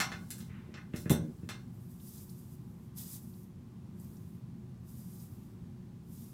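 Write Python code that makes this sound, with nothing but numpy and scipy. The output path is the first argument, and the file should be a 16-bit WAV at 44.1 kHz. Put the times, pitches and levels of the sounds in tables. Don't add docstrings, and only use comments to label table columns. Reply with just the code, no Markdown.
import sys
import numpy as np
from scipy import signal
from scipy.fft import rfft, irfft
from scipy.io import wavfile
from scipy.ndimage import uniform_filter1d

SR = 44100
rng = np.random.default_rng(int(sys.argv[2]) if len(sys.argv) > 2 else 0)


def natural_amplitude(level_db):
    exponent = np.asarray(level_db, float) / 20
    return 10 ** exponent


def pcm_store(signal):
    levels = np.round(np.clip(np.atleast_2d(signal), -1, 1) * 32767)
    wavfile.write(sys.argv[1], SR, levels.astype(np.int16).T)


N = 279223

# start in seconds, peak of body, edge and bristles in dB, contact time in seconds.
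CLACKS = [(.002, -22, -21, -24.5, 0.0057), (0.1181, -34.5, -37.5, -51, 0.0078),
          (0.3052, -48, -37.5, -27.5, 0.003), (0.3834, -55, -59, -42, 0.003),
          (0.405, -55, -46, -58, 0.0019), (0.7412, -42.5, -42.5, -70, 0.0027),
          (0.7742, -43.5, -68, -61, 0.004), (0.9368, -40.5, -54, -68, 0.001),
          (0.9614, -64, -40, -39, 0.0018), (1.058, -42.5, -72, -64, 0.0011),
          (1.0968, -30.5, -28.5, -24, 0.0015), (1.1054, -65, -38, -19.5, 0.0017),
          (1.4287, -61, -78, -74, 0.0025), (1.4904, -35, -33.5, -38, 0.012)]
# frequency in Hz, level in dB, t60 in seconds.
PLASTIC_MODES = [(820, 6, 0.15), (1168, -25, 0.15), (1293, -9, 0.23), (1776, 3, 0.13), (2137, 1, 0.19),
                 (2720, 2, 0.06), (3590, -6, 0.93), (4400, 1, 0.24), (5324, -9.5, 0.19), (6600, -28, 0.28)]
# low edge in Hz, high edge in Hz.
CLACK_RANGES = [(900, 3000), (2700, 7200), (6500, 14500)]


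def clacks(ring_db=-8, tick_db=7, wet_db=8):
    out = np.zeros(N)
    body = ring(PLASTIC_MODES, damp=0.14)
    t = np.arange(SR // 8) / SR
    noise = rng.standard_normal((len(CLACKS), len(t)))
    for (start_s, *peaks_db, contact_s), chatter in zip(CLACKS, noise):
        chatter = chatter * np.exp(-t / max(contact_s, 2e-4))
        hit = chatter / np.sqrt(np.sum(chatter ** 2)) + natural_amplitude(tick_db) * (t == 0)
        ringing = signal.fftconvolve(hit, body)[:len(t)]
        hit = unit(hit) + natural_amplitude(ring_db) * unit(ringing)
        clack = np.zeros(len(t))
        for peak_db, (lo_hz, hi_hz) in zip(peaks_db, CLACK_RANGES):
            part = band(band(hit, lo_hz, hi_hz), lo_hz, hi_hz)
            clack += natural_amplitude(peak_db) * part / np.abs(part).max()
        add(out, start_s, clack)
        add(out, start_s, natural_amplitude(wet_db) * room(clack))
    return out


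# start in seconds, peak in dB, push time in seconds.
THUMPS = [(.003, -31, 0.00082), (0.12, -35, 0.0012), (0.691, -39, 0.002), (0.743, -41, 0.00078),
          (0.94, -25.5, 0.0021), (1.06, -26.5, 0.002), (1.102, -16, 0.0026), (1.109, -18, 0.00042),
          (1.1159, -14, 0.0015), (1.432, -33, 0.0027), (1.4921, -37, 0.00018)]
# frequency in Hz, level in dB, t60 in seconds.
COUNTER_MODES = [(100, -21, 0.33), (139, 0, 0.1), (182.5, 2.5, 0.11), (235.4, -9, 0.26), (307.5, -7, 0.27),
                 (382, -8, 0.11), (455, -16, 0.46), (549, -14, 0.21), (591, -17, 0.53), (708, -23, 0.42),
                 (833, -13, 0.19), (969, -38, 0.12)]


def thumps(low_hz=120):
    out = np.zeros(N)
    body = ring(COUNTER_MODES, damp=0.33)
    for start_s, peak_db, push_s in THUMPS:
        push = np.hanning(int(push_s * SR) + 3)
        boom = band(np.convolve(body, push), low_hz, 3000)
        add(out, start_s, natural_amplitude(peak_db) * boom / np.abs(boom).max())
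    return out


# full contact in seconds, hold in seconds, level in dB,
# drift over the hold in dB, approach in dB/s.
SCRAPES = [
    (.505, 0.096, -65.5, 1, 498),
    (.66, 0.066, -76, 4, 202),
    (.96, 0.038, -59.5, -26, 503),
]
# full contact in seconds, hold in seconds, level in dB,
# drift over the hold in dB, approach in dB/s.
RUSTLES = [
    (.1, 0.24, -70, 0.5, 100),
    (.39, 0.064, -61, -9.5, 200),
    (.965, 0.18, -57, -20, 600),
    (1.25, 0.51, -74, -8, 100),
]


def slide(lift_db_s=243):
    back, bristles = grains(spread_db=1.5), grains(spread_db=2.2)
    scrape = natural_amplitude(1.5 * walk(57.4)) * unit(band(band(back, 810, 2940), 730, 3000))
    rustle = natural_amplitude(0.95 * walk(50)) * unit(band(band(bristles, 3400, 17000), 3900, 17000))
    return drags(SCRAPES, lift_db_s) * scrape + drags(RUSTLES, lift_db_s) * rustle


# full contact in seconds, hold in seconds, level in dB, drift
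# over the hold in dB, approach in dB/s.
STROKES = [(1.75, 0.19, -75, 7.5, 200), (2.08, 0.14, -57, 0.5, 126), (2.3, 0.24, -63, -4.5, 200),
           (2.62, 0.26, -75, -2, 100), (2.975, 0.04, -50, 1, 900), (3.06, 0.092, -55.5, 6.5, 300),
           (3.22, 0.22, -66.5, -2.5, 300), (4.0, .36, -66.5, -6.5, 400), (4.89, .34, -64, 3, 332),
           (5.26, 0.26, -67, -9.5, 300), (6.135, .09, -61, -0.5, 200), (6.24, .1, -62.5, -4, 200)]
# frequency in Hz, density in dB per Hz.
STRAND_SPECTRUM = [(2350, -45), (4250, -25), (4700, -8.5), (5410, -9.5), (7840, -7), (12300, -1.5),
                   (15000, -1.5), (16000, -16)]
# frequency in Hz, density in dB per Hz.
TOOTH_SPECTRUM = [(1200, -13), (2800, -13), (3500, -5.5), (4500, -6.5), (6500, -4.5), (9000, -3),
                  (14000, -24)]
# start in seconds, peak in dB, centre frequency in Hz.
SNAGS = [
    (1.999, -58, 3460),
    (2.1798, -51, 5240),
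    (2.2937, -54, 4500),
    (2.298, -51, 8600),
    (3.339, -58.5, 4200),
    (3.9983, -51, 8610),
    (4.1679, -59, 5530),
    (5.1994, -55, 5170),
]


def comb(snag_s=.006, lift_db_s=240, firm_db=-57, rasp_db=-8, rasp_power=1.23):
    hiss = natural_amplitude(1.1 * walk(40)) * unit(colour(grains(spread_db=2.0), shape(STRAND_SPECTRUM)))
    rasp = unit(colour(grains(spread_db=-3.5), shape(TOOTH_SPECTRUM)))
    rasp = natural_amplitude(rasp_db + 0.86 * walk(30)) * rasp
    pull = drags(STROKES, lift_db_s) / natural_amplitude(firm_db)
    out = natural_amplitude(firm_db) * (pull * hiss + pull ** rasp_power * rasp)
    t = np.arange(SR // 20) / SR
    noise = rng.standard_normal((len(SNAGS), len(t)))
    for (start_s, peak_db, hz), burst in zip(SNAGS, noise):
        snag = band(burst * np.exp(-t / snag_s), .82 * hz, 1.22 * hz)
        add(out, start_s, natural_amplitude(peak_db) * snag / np.abs(snag).max())
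    return out


# frequency in Hz, density in dB per Hz.
AIR_SPECTRUM = [(15, -45), (25, -23), (108, -1), (245, -4), (275, -15.5), (600, -29.5), (2160, -40),
                (16000, -49.5)]
# frequency in Hz, width in Hz, gain in dB.
AIR_BUMPS = [(61, 9.2, 1.5), (91.5, 7.5, 3.5), (116.5, 2.67, 2), (127.6, 4.8, 8), (175, 8.8, 6.5),
             (200, 6.9, 4), (224.3, 5.3, 1.5), (300, 9, 5.5), (365.5, 22, 7.5), (400, 11, -5.5),
             (444, 18, 5.5), (474, 26, -4), (823, 20, 6), (1050, 136, 3.5)]
# frequency in Hz, level in dB rms.
WHINE = [(360, -70), (960, -88.5), (1042, -86.5), (1165, -87)]


def fan(air_db=-47.5):
    def air_gain(f):
        boom_db = sum(db / (1 + ((f - hz) / width_hz) ** 2) for hz, width_hz, db in AIR_BUMPS)
        return shape(AIR_SPECTRUM)(f) * natural_amplitude(boom_db)

    out = natural_amplitude(air_db + .5 * walk(1.9)) * unit(colour(rng.standard_normal(N), air_gain))
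    t = np.arange(N) / SR
    for hz, rms_db in WHINE:
        level = natural_amplitude(rms_db + 1.9 * walk(4)) * np.sqrt(2)
        out = out + level * np.sin(2 * np.pi * hz * t + 0.97 * walk(4.2))
    return out


def room(x):
    return signal.fftconvolve(x, tail())[:N]


# frequency in Hz, t60 in seconds.
ROOM_DECAY = [(150, 0.51), (600, 0.42), (2000, 0.26), (5000, .25), (12000, 0.16)]


def tail(build_s=0.0015):
    t, out = np.arange(SR // 2) / SR, 0
    hz, t60_s = np.transpose(ROOM_DECAY)
    noise = rng.standard_normal(len(t))
    for f in 60 * 2 ** np.arange(0, 8.1, .5):
        decay = np.exp(-np.log(1000) * t / np.interp(np.log(f), np.log(hz), t60_s))
        out = out + band(noise, f / 1.19, f * 1.19) * decay
    out = out * (1 - np.exp(-t / build_s))
    return out / np.sqrt(np.sum(out ** 2))


def drags(table, lift_db_s):
    t, power = np.arange(N) / SR, 0
    for start_s, hold_s, db, drift_db, approach_db_s in table:
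        held_db = db + drift_db * np.clip((t - start_s) / hold_s, 0, 1)
        approach_db = approach_db_s * np.maximum(start_s - t, 0)
        lift_db = lift_db_s * np.maximum(t - start_s - hold_s, 0)
        power = power + natural_amplitude(held_db - approach_db - lift_db) ** 2
    return np.sqrt(power)


def grains(spread_db):
    return rng.standard_normal(N) * natural_amplitude(spread_db * rng.exponential(size=N))


def ring(modes, damp):
    t, out = np.arange(SR // 2) / SR, 0
    for hz, db, t60_s in modes:
        decay = np.exp(-np.log(1000) * t / (damp * min(t60_s, .6)))
        out = out + natural_amplitude(db) * np.sin(2 * np.pi * hz * t) * decay
    return out / np.abs(out).max()


def walk(rate_hz):
    k = int(SR / rate_hz)
    steps = np.repeat(rng.standard_normal(N // k + 1), k)
    return 1.57 * uniform_filter1d(uniform_filter1d(steps, k), k)[:N]


def colour(x, gain):
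    hz = np.arange(len(x) // 2 + 1) * SR / len(x)
    return irfft(rfft(x) * gain(np.maximum(hz, 1)), len(x))


def shape(points):
    hz, db = np.transpose(points)
    return lambda f: natural_amplitude(np.interp(np.log(f), np.log(hz), db))


def band(x, lo_hz, hi_hz):
    sos = signal.butter(2, [lo_hz, min(hi_hz, .45 * SR)], "band", fs=SR, output="sos")
    return signal.sosfilt(sos, x)


def unit(x):
    return x / np.sqrt(np.mean(x ** 2))


def add(out, start_s, x):
    i = int(start_s * SR)
    out[i:i + len(x)] += x[:N - i]


def scene():
    drag, low, hair = slide(), thumps(), comb()
    wet = room(drag + natural_amplitude(-4) * low + natural_amplitude(-10) * hair)
    return (clacks() + drag + low + hair + wet + fan())[None]


def low_pass(x):
    return signal.sosfilt(signal.butter(12, 15810, fs=SR, output="sos"), x)


def record(dry):
    return low_pass(dry)


dry = scene()
out = record(dry)
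pcm_store(out)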